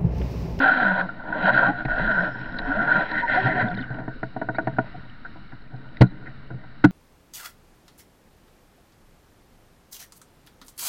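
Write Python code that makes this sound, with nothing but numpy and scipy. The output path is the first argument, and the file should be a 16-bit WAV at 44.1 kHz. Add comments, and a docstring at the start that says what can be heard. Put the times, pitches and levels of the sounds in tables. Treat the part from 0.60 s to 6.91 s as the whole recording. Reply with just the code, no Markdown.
"""A sealed camera housing rides the rail of a sailing yacht in breaking seas; all is heard inside the shut case.
From the start wind and swell rock the microphone below hearing, the far sea is a noise floor, spray washes the
housing as noise through its resonances, a line creaks by stick and slip, and water gulps and slaps the lid.
Then trapped air gurgles, drops tick, foam fizzes, a loose fitting knocks, water drains, wet rubber squeaks and
small seas bump the hull. Near the end two heavy slams ring a hull panel and overload the recorder."""
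import sys
import numpy as np
from scipy import signal
from scipy.fft import rfft, irfft, next_fast_len
from scipy.io import wavfile
from scipy.ndimage import uniform_filter1d, map_coordinates

SR = 44100
rng = np.random.default_rng(int(sys.argv[2]) if len(sys.argv) > 2 else 0)


def digitize_waveform(pressure):
    """Quantize a signal to 16-bit integers and store it at the path in sys.argv[1].

    Rows of a 2-D input are taken as channels; values are limited to [-1, 1].
    """
    field = np.atleast_2d(pressure).T
    bounded = np.clip(field, -1, 1)
    quanta = np.round(bounded * 32767).astype(np.int16)
    wavfile.write(sys.argv[1], SR, quanta)


def nominal_scale(level):
    """Amplitude ratio for a level in decibels (scalar or array-like)."""
    x = np.asarray(level, float) / 20
    return 10 ** x


N = 278271


def unit(x):
    """Scaled to rms 1."""
    return x / np.sqrt(np.mean(x ** 2, -1, keepdims=True) + 1e-20)


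def column(values):
    """One row per part of the housing."""
    return np.array(values)[:, None]


def curves(rows):
    """One value per sample for each column after the time."""
    knots_s, *columns = np.transpose(rows)
    return np.array([np.interp(np.arange(N) / SR, knots_s, c) for c in columns])


def wobble(rate):
    """A smooth random curve, rate knots a second."""
    knots = rng.standard_normal(int(N * rate / SR) + 4)
    return map_coordinates(knots, [np.arange(N) * rate / SR])


def coloured(spectrum):
    """Noise of rms 1 shaped by rows of Hz and relative dB per Hz."""
    size = next_fast_len(N)
    f, db = np.transpose(spectrum)
    hz = np.fft.rfftfreq(size, 1 / SR)
    gain = nominal_scale(np.interp(np.log(hz + 1), np.log(f + 1), db))
    return unit(irfft(rfft(rng.standard_normal(size)) * gain, size)[:N])


# Housing and mount resonances. Each row: centre in Hz, width parameter in Hz, relative level in dB.
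RESONANCES = [(92.5, 93, -19), (129.7, 21.6, 2), (184.6, 18, -5), (246.5, 75, -7.5), (309.6, 40.7, -6),
              (431.7, 92, -14.5), (549.6, 81, -9.5), (621.4, 49, -3), (691, 29, -4), (756.4, 107, -6.5),
              (953, 130, -7), (1126, 100, -18.5), (1397, 59, 2.5), (1469, 72, 6.5), (1544, 123, 4),
              (1640, 99, -6.5), (1836, 230, -3.5), (2026, 110, -10), (2320, 1300, -24.5), (2990, 320, -30),
              (3173, 210, -23.5), (3464, 170, -27.5), (3936, 217, -22.5), (4300, 440, -34.5),
              (5330, 4500, -54)]
# Edges in Hz of the parts, heavy to light: rail, mount, body, lid, lid corner, lens port.
# Every per-part table below keeps this order.
PART_EDGES_HZ = [60, 155, 470, 1270, 1740, 2180, 6200]


def rings(extra_db=0):
    """Causal impulse response of each part of the housing, peak 1, from its share of the resonances."""
    size = 2 ** 14
    hz = np.fft.rfftfreq(size, 1 / SR) + 0.00086
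    modes = np.add(RESONANCES, np.outer(extra_db, [0, 0, 1]))
    power = sum(nominal_scale(2 * db) / (1 + (2 * (hz - c) / w) ** 2) ** 2.27 for c, w, db in modes)
    low_hz, high_hz = column(PART_EDGES_HZ[:-1]), column(PART_EDGES_HZ[1:])
    steep = np.clip(high_hz / 60, 3, 9)  # the low parts overlap more
    share = 1 / (1 + (low_hz / hz) ** (2 * steep)) / (1 + (hz / high_hz) ** (2 * steep))
    cepstrum = irfft(np.log(power * share + 1e-13) / 2)
    cepstrum[:, 1:size // 2] *= 2  # folding the cepstrum makes the ring follow its blow
    cepstrum[:, size // 2 + 1:] = 0
    ring = irfft(np.exp(rfft(cepstrum)))[:, :size // 2]
    return ring / np.abs(ring).max(1, keepdims=True)


def through(force, ring):
    """Forces on the parts, heard through their rings."""
    return signal.fftconvolve(force, ring, axes=1)[:, :N]


# Wind and swell. Each row: time in seconds, level in dB.
ROCKING_DB = [(0.0, -49), (1.18, -46), (1.32, -30), (1.72, -44.5), (2.16, -31), (2.34, -53), (2.39, -36),
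              (2.53, -43.5), (3.62, -45.5), (3.69, -53), (5.36, -48.5), (5.43, -37), (5.59, -47),
              (6.31, -57)]
# Each row: frequency in Hz, relative dB per Hz.
ROCKING_SPECTRUM = [(4.7, -35.5), (8.0, -6.5), (16, 1.5), (34, 1.5), (64, -19), (90, -25.5), (120, -60.5),
                    (200, -120)]


def rocking():
    """Wind and swell make slow pressure lumps, mostly below hearing."""
    return nominal_scale(curves(ROCKING_DB)[0]) * coloured(ROCKING_SPECTRUM)


# Each row: time in seconds, level in dB.
FAR_SEA_DB = [(0, -50), (3.5, -52), (4.3, -46.5), (4.7, -50), (5.2, -53), (5.6, -51.5), (5.85, -51),
              (6.31, -50)]
# Sea through the shut case. Each row: frequency in Hz, relative dB per Hz.
FAR_SEA_SPECTRUM = [(35, -27), (60, -1.5), (81, -1), (123, -4.5), (226, -1), (364, -17), (630, -25),
                    (733, -20.5), (1070, -19.5), (1400, -9.5), (1900, -21), (2260, -18.5), (2520, -28.5),
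                    (2900, -19.5), (3300, -34), (3890, -19.5), (4150, -25.5), (4450, -27.5), (4950, -36),
                    (5400, -36), (5750, -39), (6200, -79.5), (12300, -120)]


def far_sea():
    """The distant sea is a smooth noise floor that wavers slightly."""
    return nominal_scale(curves(FAR_SEA_DB)[0] + 1.5 * wobble(7.9)) * coloured(FAR_SEA_SPECTRUM)


# Spray and solid water on the lid, then thin drizzle.
# Each row: time in seconds, strength in dB, spread (extra off the lid) in dB.
SPRAY_STRENGTH = [(0.0, -18, 0.5), (0.06, -18.5, -0.5), (0.25, -20.5, 2), (0.41, -22.5, 9.5),
                  (0.46, -36, -3.5), (0.55, -52, 2), (0.66, -33, -1), (0.81, -26, 5.5), (0.89, -15.5, 12),
                  (0.92, -22.5, 4.5), (0.98, -13.5, 10), (1.01, -20, 5), (1.08, -18.5, 7.5),
                  (1.14, -33, -6), (1.2, -25, 1), (1.26, -40.5, -16), (1.3, -25, -3), (1.42, -19.5, -3.5),
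                  (1.5, -19, -7), (1.6, -19, -7.5), (1.82, -38, -3), (2.0, -27.5, -6.5), (2.1, -28, -0.5),
                  (2.21, -20.5, 0), (2.3, -19.5, -2), (2.42, -20, 5.5), (2.47, -30.5, 0.5),
                  (2.61, -30.5, -3), (2.67, -39, -4), (2.7, -43, 15.5), (2.89, -24.5, 9.5),
                  (2.92, -39.5, 0), (3.01, -20, 8.5), (3.04, -31, 6), (3.25, -34, -13), (3.4, -43.5, 4),
                  (3.45, -40.5, -9), (3.55, -39.5, -29), (3.8, -64.5, 7), (4.0, -53, -1.5), (4.2, -51.5, 4),
                  (4.67, -85, 20), (4.94, -67.5, 1.5), (5.56, -58, -0.5), (6.31, -69, 3)]
# Per part: share of a full wash in dB.
SPRAY_SHARE_DB = [-41.5, -15.5, -9.5, -2, -24.5, -19]
# Per part: growth in dB per dB of spray.
SPRAY_GROWTH = [1.2, 0.46, 0.68, 1.24, 0.37, 0.88]
# Per part: fraction of the spread taken.
SPRAY_SPREAD = [.1, 0.093, 0.65, 0.029, 0.43, 1]
# Per part: seconds over which the spray is evened out.
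SPRAY_LINGER_S = [.15, 0.041, 0.088, .005, 0.044, 0.26]
# A film dulls or livens the port. Each row: time in seconds, extra level in dB.
PORT_FILM_DB = [(0, 4.5), (0.5, -6.5), (0.8, -5), (0.93, -6), (1.08, -4), (1.3, 0), (1.6, 4.5), (2.2, -4),
                (2.5, 1), (2.8, 0), (3.2, -11.5), (4, 4.5), (5.4, 8), (5.7, 0), (6.31, 6)]


def spray_gain():
    """Spray drives each part over its own smoothing time and growth law."""
    full_db = -20  # strength of a full wash
    strength_db, spread_db = curves(SPRAY_STRENGTH)
    evened_db = np.array([uniform_filter1d(strength_db, int(s * SR) + 1) for s in SPRAY_LINGER_S])
    grown_db = column(SPRAY_GROWTH) * (evened_db - full_db)
    gain = nominal_scale(full_db + column(SPRAY_SHARE_DB) + grown_db + column(SPRAY_SPREAD) * spread_db)
    gain[-1] *= nominal_scale(curves(PORT_FILM_DB)[0])
    return gain


# Each row: time in seconds, strength in dB.
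HULL_STRENGTH = [(0.0, -60.5), (0.98, -40.5), (1.47, -46.5), (1.7, -40.5), (2.67, -48.5), (2.8, -54),
                 (2.99, -28.5), (3.29, -42), (3.58, -44.5), (3.76, -43.5), (3.97, -34.5), (4.55, -53),
                 (4.67, -45), (4.92, -59), (5.43, -46), (5.59, -38.5), (5.71, -44), (5.96, -55),
                 (6.31, -50)]
# Per part: level in dB relative to that strength.
HULL_SHARE_DB = [-1.5, -8, -28.5, -40, -36.5, -48.5]


def hull_gain():
    """The hull drums through the rail, mostly into the heavy parts."""
    return nominal_scale(curves(HULL_STRENGTH) + column(HULL_SHARE_DB))


def water(ring):
    """Dense uneven drops over smooth flow ring the parts; surges are partly shared, the flows add in power."""
    drop_size = nominal_scale(np.minimum(3 * rng.exponential(size=N), 11))
    drops = (rng.random(N) < 1000 / SR) * drop_size * rng.standard_normal((6, N))  # 1000 per s
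    force = 0.71 * rng.standard_normal((6, N)) + 0.55 * unit(drops)
    shared_db = 1.1 * wobble(25.07) + 0.91 * wobble(70)
    own_db = column([2.5, 1.2, 1.4, 1.7, 1.5, 1.5]) * np.array([wobble(20) for _ in ring])
    heard = unit(through(nominal_scale(shared_db + own_db) * force, ring))
    gain = np.sqrt(spray_gain() ** 2 + runoff_gain() ** 2 + hull_gain() ** 2)
    wash = (gain * heard).sum(0)
    z = signal.stft(wash, nperseg=1024)[2]
    # the wet surface shifts, so patches of pitch swell and fade
    field = uniform_filter1d(rng.standard_normal(z.shape), 5, axis=0)
    field = uniform_filter1d(field, 9, axis=1)
    return signal.istft(z * nominal_scale(1.4 * field / field.std()), nperseg=1024)[1][:N]


# One list per creak. Each row: time in seconds, slips per second, relative level in dB.
LINE_CREAKS = [
    [(0.0, 270, -20.5), (0.11, 283, -46), (0.156, 264, -34), (0.232, 226, -32.5), (0.26, 195, -29),
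     (0.335, 185, -25), (0.36, 188, -38.5), (0.42, 176, -33), (0.47, 190, -29.5)],
    [(1.4, 120, -29.5), (1.436, 207, -32), (1.5, 226, -39), (1.6, 167, -29.5), (1.65, 200, -33.5)],
]


def creak(ring):
    """A loaded line sticks and slips: uneven tugs ring mount and body round a tone at the slip rate."""
    out, t = np.zeros(N), np.arange(N) / SR
    for rows in LINE_CREAKS:
        rate_hz, db = curves(rows)
        slip_count = np.floor(np.cumsum(rate_hz * (1 + 0.071 * wobble(60))) / SR)
        tugs = np.diff(slip_count, prepend=0) * nominal_scale(0.93 * wobble(200))
        mount, body = unit(through(tugs[None], ring[1:3]))
        tone = np.sin(2 * np.pi * np.cumsum(rate_hz) / SR) * np.sqrt(2)
        on = np.clip(np.minimum(t - rows[0][0] + 0.0061, rows[-1][0] - t) / 0.01, 0, 1)
        out += on * nominal_scale(db) * (0.97 * tone + 0.063 * mount + 0.59 * body)
    return out


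# Each row: peak time in seconds, length in seconds, pitch in Hz, relative level in dB.
WATER_GULPS = [(0.072, 0.14, 772, -17.5), (0.201, 0.13, 740, -19.5), (0.35, 0.22, 769, -34),
               (0.877, 0.43, 747, -29), (1.085, 0.36, 711, -26), (2.14, 0.34, 730, -29.5),
               (2.52, 0.074, 962, -24.5), (2.643, 0.069, 943, -20), (2.785, 0.056, 740, -14.5),
               (2.881, 0.068, 744, -16), (2.998, 0.16, 723, -23), (3.09, 0.16, 735, -26),
               (4.354, 0.036, 730, -32), (5.138, 0.044, 740, -36), (0.844, 0.11, 176.4, -19.5),
               (1.088, 0.089, 175, -24), (2.376, 0.073, 186, -23)]


def gulps():
    """Water over body and mount gulps: a narrow fluttering noise band swells and fades on a hollow note."""
    out, t = np.zeros(N), np.arange(N) / SR
    for s, length_s, hz, db in WATER_GULPS:
        swell = np.cos(np.pi * np.clip((t - s) / length_s, -.5, .5)) ** 2
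        turn = 2 * np.pi * hz * t
        band = wobble(60) * np.cos(turn) + wobble(60) * np.sin(turn)
        out += swell * nominal_scale(db - 5.5) * band
    return out


# Blows wake the resonances unevenly. Per resonance, in table order: extra level in dB.
STRUCK_EXTRA_DB = [0, 3, 2.3, 3, 3.5, -0.5, -4, -5.5, 4, 4, -0.5, -8, -1.5, -4.5, -5.5, 2.5, -3.5, -6, 0,
                   3.5, -9, 1.5, 4, 10.5, 3.5]
# Per part: t60 in seconds of the damping added by contact.
CONTACT_DAMPING_T60_S = [0.4, 0.19, 0.45, 0.063, 0.077, 0.041]


def struck_rings():
    """A blow lands at one spot, and its contact soaks up part of each part's ring."""
    ring = rings(STRUCK_EXTRA_DB)
    t = np.arange(ring.shape[1]) / SR
    return ring * nominal_scale(-60 * t / column(CONTACT_DAMPING_T60_S))


# Per part: fraction of the heft taken.
HEFT_SHARE = np.array([0.8, 0.38, 0, 0.0076, 0.19, 0.47])
# Per part: fraction of the edge taken.
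EDGE_SHARE = np.array([0.26, 0.039, 0.065, 0.57, 0.91, 0.96])


def blows(rows, kind_db, struck):
    """Each blow is a first contact and a short uneven chatter; soft blows are mostly chatter."""
    force, t = np.zeros((6, N + SR)), np.arange(SR // 10) / SR
    light = column([.2, .35, .45, .9, 1, 1])  # chatter hardly moves the heavy parts
    for s, db, heft_db, edge_db, softness in rows:
        soft = np.clip(softness, 0, 1)
        rise = 1 - np.exp(-t / (0.0061 * soft ** 2 + 1e-4))
        decay = nominal_scale(-60 * t / (0.0079 + 0.13 * soft))
        contact = (1 - soft * light) ** 6.8 * (t == 0)
        chatter = 0.46 * soft * light * rng.standard_normal(len(t)) * rise * decay
        part_db = db + np.array(kind_db) + heft_db * HEFT_SHARE + edge_db * EDGE_SHARE
        start = round((s - .0008) * SR)
        force[:, start:][:, :len(t)] += nominal_scale(part_db)[:, None] * (contact + chatter)
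    return through(force, struck).sum(0)


# Each row: time in seconds, level in dB, heft (extra, mostly into the rail, partly into port and mount) in dB,
# # edge (extra into light parts) in dB, softness 0-1.
LID_SLAPS = [(0.029, -11, -5, .1, 0.46), (0.059, -6.5, -3, .1, 0.45), (0.109, -22, -3, .1, 0.27),
             (0.135, -5.5, 0, 0.12, 0.32), (0.165, -8.5, -10, .1, 0.44), (0.199, -8, -9, .1, 0.27),
             (0.247, -8, -8, 0.1, 0.41), (0.314, -7.5, -2, .1, 0.29), (2.097, -14.5, -5, .1, 0.36),
             (3.244, -38, -2, .1, 0.26), (4.166, -30.5, 1, .1, 0.37), (0.4895, -16.5, -2, 0.11, 0.25),
             (0.7236, -12, -7, 0.1, 0.31), (1.282, -13.5, 3, 0.1, 0.39), (4.647, -29.5, 2, 0.1, 0.57),
             (4.9194, -32.5, 22, 0.1, 0.5)]
# Per part: level offset in dB.
SLAP_PART_DB = [-37.5, -29.5, -9, -3.5, -14.5, -42.5]


def slaps(struck):
    """Gobs of water slap the lid."""
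    return blows(LID_SLAPS, SLAP_PART_DB, struck)


# Each row: middle in seconds, length in seconds, start pitch in Hz, end pitch in Hz, relative level in dB.
AIR_GURGLES = [(2.1, 0.084, 250, 290, -21), (2.2, 0.197, 520, 800, -29.5), (2.2, .12, 150, 310, -26),
               (2.36, 0.28, 940, 960, -31.5), (2.9, .1, 640, 640, -27), (2.815, 0.165, 360, 415, -31.5),
               (2.955, 0.18, 395, 405, -35.5), (2.865, 0.071, 110, 150, -17), (3.038, 0.039, 130, 126, -24),
               (3.055, 0.057, 255, 207, -22.5), (3.15, 0.21, 135, 250, -31), (3.21, .05, 245, 266, -27),
               (.93, 0.077, 250, 190, -29.5), (1.1, 0.05, 250, 320, -24), (.985, 0.077, 640, 590, -26),
               (1.5, 0.036, 660, 620, -24), (1.1, 0.076, 790, 840, -27)]


def gurgles():
    """Trapped air slides in pitch as water fills or leaves a hollow: an unsteady tone swells and fades."""
    out, t = np.zeros(N), np.arange(N) / SR
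    for s, length_s, start_hz, end_hz, db in AIR_GURGLES:
        u = np.clip((t - s) / length_s + .5, 0, 1)
        slide_hz = start_hz + (end_hz - start_hz) * u
        phase = 2 * np.pi * np.cumsum(slide_hz * (1 + 0.027 * wobble(45))) / SR
        out += nominal_scale(db + 2.5 * wobble(35)) * np.sin(np.pi * u) ** 2 * np.sin(phase)
    return out


# Drops on the port. Each row: start in seconds, relative level in dB, pitch in Hz.
PORT_DROPS = [(1.193, -55, 3320), (1.2516, -46, 2500), (1.253, -60, 3870), (1.277, -60, 2880),
              (1.844, -47, 2920), (1.923, -46, 3860), (1.968, -46, 4200), (1.9869, -25.5, 3940),
              (1.992, -46, 3706), (1.99, -27, 1866), (2.5144, -33, 3980), (3.1418, -36, 2320),
              (3.187, -45, 2890), (3.212, -41.5, 3700), (3.2257, -37, 2980), (3.243, -43, 2920),
              (3.3418, -47, 2900), (3.3732, -65, 2610), (4.498, -46, 2950), (5.02, -53, 4100),
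              (5.075, -56, 2400), (5.163, -53, 4000), (5.288, -52, 3000), (5.3692, -41, 3800),
              (5.37, -48, 2900), (5.37, -35, 1970), (5.875, -52, 2920)]
# The last of the sea falls back as scattered drops: from and to, in seconds.
PATTER_SPAN_S = (3.05, 3.255)


def droplets():
    """Single drops tick on the port: a few milliseconds of rough tone at their pitch."""
    out, t = np.zeros(N + SR), np.arange(SR // 50) / SR
    drops = list(PORT_DROPS)
    for place, size, pitch in rng.random(size=(24, 3)):
        start_s = np.interp(place, [0, 1], PATTER_SPAN_S)
        drops.append((start_s, -48 - 3.5 * np.log(size + 0.056), 900 * 5 ** pitch))
    grains = unit(uniform_filter1d(rng.standard_normal((len(drops), len(t))), size=24, axis=1))
    for (s, db, hz), grain in zip(drops, grains):
        envelope = nominal_scale(db - 60 * t / 0.018) * (1 - np.exp(-t / 0.0006))
        tick = envelope * (1.64 + 0.74 * grain) * np.sin(2 * np.pi * hz * t)
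        out[round(s * SR):][:len(t)] += tick
    return out[:N]


# Each row: time in seconds, level in dB.
FIZZ_DB = [(0, -93.5), (1.15, -89), (1.25, -75), (1.65, -65.5), (1.9, -69.5), (2.4, -74.5), (2.8, -65.5),
           (3.1, -81), (3.4, -87.5), (6.31, -97.5)]
# Each row: frequency in Hz, relative dB per Hz.
FOAM_SPECTRUM = [(4300, -120), (4800, -13), (5250, -7), (5600, -8), (5850, -18), (6400, -120)]


def foam():
    """A film of foam left on the port fizzes: thin, high, flickering noise."""
    return nominal_scale(curves(FIZZ_DB)[0] + 2.5 * wobble(40)) * coloured(FOAM_SPECTRUM)


# Each row: time in seconds, level in dB, heft in dB, edge in dB, softness 0-1.
FITTING_KNOCKS = [(1.251, -18.5, 13.5, 8, 0.27), (3.304, -29, 26, 0, 0.23), (3.325, -33.5, 2, -4, 0.5),
                  (3.345, -27, 11, 2, 0.25), (3.365, -31, 11, -3, 0.3), (3.385, -24.5, 15, -7, 0.4),
                  (3.402, -26.5, 11, -3, 0.23), (3.417, -31, 8, -6, 0.14), (3.43, -32, 8, -6, 0.03),
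                  (3.479, -18, 11, -11.5, 0.19), (3.63, -15.5, 3.5, -1, 0.24), (3.764, -15.5, 1, -15, 0.15),
                  (3.815, -13.5, 1, -8, 0.33), (3.887, -11, -4, -7, 0.29), (3.946, -25, -8, 5, 0.39),
                  (3.984, -8.5, -12, -3, 0.3), (4.072, -9.5, -1, 1, 0.22), (4.185, -7, 2, -4.5, 0.25)]
# Per part: level offset in dB.
KNOCK_PART_DB = [-14, -2.5, -6, -3.5, -7.5, -28.5]


def knocks(struck):
    """A loose fitting knocks on the body."""
    return blows(FITTING_KNOCKS, KNOCK_PART_DB, struck)


# Each row: mode in Hz, relative level in dB, t60 in seconds.
FITTING_MODES = [(272.3, -6.5, 0.06), (432, -18, .1), (657, -8.5, 0.11), (727, -3.5, .045),
                 (938, -11, 0.065), (1100, -19, .04), (1467, -6, 0.06), (1818, -16, .045)]


def fitting():
    """Every knock rings the fitting's own modes, each a little stronger or weaker."""
    out, t = np.zeros(N + SR), np.arange(SR // 5) / SR
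    rise = 1 - np.exp(-t / 0.0016)
    for s, db, *_ in FITTING_KNOCKS:
        modes = np.zeros(len(t))
        for hz, mode_db, t60_s in FITTING_MODES:
            luck_db = 1.8 * rng.standard_normal()
            modes += nominal_scale(mode_db + luck_db - 60 * t / t60_s) * np.sin(2 * np.pi * hz * t)
        out[round(s * SR):][:len(t)] += nominal_scale(db - 3.5) * modes * rise
    return out[:N]


# Each row: time in seconds, strength in dB.
RUNOFF_STRENGTH = [(1.95, -43), (2.451, -39), (2.6, -27), (2.67, -33.5), (2.708, -23), (2.861, -26),
                   (2.929, -31.5), (3.01, -25), (3.049, -36), (3.2, -43.5), (3.5, -63)]
# Per part: level in dB relative to that strength.
RUNOFF_SHARE_DB = [-23, -14, -7.5, -16, 0, -14.5]


def runoff_gain():
    """The second sea drains round the lid corner."""
    t = np.arange(N) / SR
    running = np.clip(np.minimum(t - RUNOFF_STRENGTH[0][0], RUNOFF_STRENGTH[-1][0] - t) / 0.1, 0, 1)
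    return running * nominal_scale(curves(RUNOFF_STRENGTH) + column(RUNOFF_SHARE_DB))


# Each row: start in seconds, length in seconds, start pitch in Hz, end pitch in Hz, relative level in dB.
RUBBER_SQUEAKS = [(1.978, .026, 3950, 4050, -41), (3.943, .024, 3880, 3950, -46),
                  (3.955, .02, 4350, 4600, -54), (3.945, .035, 2000, 2400, -42),
                  (5.44, .02, 3950, 3980, -58), (5.46, .025, 3950, 3980, -52),
                  (5.488, .03, 3950, 3980, -58)]


def squeaks():
    """Wet rubber squeaks: short rising, rough whistles."""
    out = np.zeros(N)
    for s, length_s, start_hz, end_hz, db in RUBBER_SQUEAKS:
        u = np.clip((np.arange(N) / SR - s) / length_s, 0, 1)
        rough_hz = start_hz + (end_hz - start_hz) * u + 90 * wobble(440)
        phase = 2 * np.pi * np.cumsum(rough_hz) / SR
        out += nominal_scale(db + 1.5 * wobble(180)) * np.sin(np.pi * u) * np.sin(phase)
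    return out


# Each row: time in seconds, level in dB, heft in dB, edge in dB, softness 0-1.
HULL_BUMPS = [(2.82, -31.5, 2.5, -4, 0.35), (3.027, -27, 5.5, 2, 0.42), (3.176, -21, -9, -6, .2),
              (3.193, -43, -7, -4, .2), (3.209, -34, -1, -3, 0.31), (4.345, -39, 3, 1, 0.58),
              (4.375, -43, 13, -9, 0.64), (4.756, -35, -19, -6, 0.65), (4.925, -38.5, -2, -6, 0.62),
              (5.133, -39.5, 5, -4, 0.79), (5.654, -49.5, -9, 33, 0.69), (5.666, -39.5, -1, 25, 0.66),
              (5.902, -30.5, -2.5, 6, 0.57), (5.937, -42.5, 13.5, 3, 0.73), (6.03, -42.5, -7, -2, 0.88)]
# Per part: level offset in dB.
BUMP_PART_DB = [7, 1.5, -6, -11, -18.5, -44]


def bumps(struck):
    """Small seas bump the hull softly."""
    return blows(HULL_BUMPS, BUMP_PART_DB, struck)


# Each row: time in seconds, level in dB, heft in dB, edge in dB, softness 0-1.
BOW_SLAMS = [(5.4105, -13, 12.5, -4.5, 0.39), (5.417, -18, 17, 8.5, 0.14), (5.431, -27.5, -3, -15, 0.56),
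             (6.2405, -12.5, -28.5, 8.5, 0.27), (6.248, -15.5, 2, -10, 0.34)]
# Per part: level offset in dB.
SLAM_PART_DB = [-23, 9, 2, 1.5, -1.5, -7.5]


def slams(struck):
    """The bow slams, each time in two or three contacts."""
    return blows(BOW_SLAMS, SLAM_PART_DB, struck)


# Hull panel under the mount. Each row: mode in Hz, t60 in seconds.
PANEL_MODES = [(124, 0.1), (184, 0.15), (295, 0.07)]
# Each row: start in seconds, then relative level in dB of each mode.
PANEL_THUDS = [(5.4069, 2, -12, -5), (6.2403, -7.5, -11, 0.5)]


def thuds():
    """Each slam rings the panel: it swings at once and dies away mode by mode."""
    out, t = np.zeros(N + SR), np.arange(SR // 2) / SR
    hold = 1.44  # above 1 the swing holds before it collapses
    rise = 1 - np.exp(-(t / 0.0035) ** 2)
    for s, *levels_db in PANEL_THUDS:
        modes = np.zeros(len(t))
        for (hz, t60_s), db in zip(PANEL_MODES, levels_db):
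            modes += nominal_scale(db - 60 * (t / t60_s) ** hold) * np.sin(2 * np.pi * hz * t)
        out[round(s * SR):][:len(t)] += modes * rise
    return out[:N]


def scene():
    """All sources meet at one microphone."""
    ring, struck = rings(), struck_rings()
    steady = rocking() + far_sea() + water(ring) + foam()
    wet = gulps() + gurgles() + droplets() + squeaks()
    struck_sounds = slaps(struck) + knocks(struck) + fitting() + bumps(struck) + slams(struck) + thuds()
    return (steady + creak(ring) + wet + struck_sounds)[None]


def top_cut(x):
    """Nothing passes above the cut-off."""
    return signal.sosfilt(signal.butter(12, 15400, fs=SR, output="sos"), x)


def record(dry):
    """The shut case stops the treble; the input stage flattens the slams, splattering them upward, and hisses."""
    case = signal.cheby2(10, 45, 6300, fs=SR, output="sos")  # 45 dB down from 6300 Hz
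    muffled = signal.sosfilt(case, dry)
    limit = np.where(muffled > 0, .755, .68)
    clipped = muffled / (1 + np.abs(muffled / limit) ** 30) ** (1 / 30)
    hiss = nominal_scale(-86.5) * rng.standard_normal(N)
    offset = -0.0099  # the converter rests below zero
    return top_cut(clipped + offset + hiss)


dry = scene()
out = record(dry)
digitize_waveform(out)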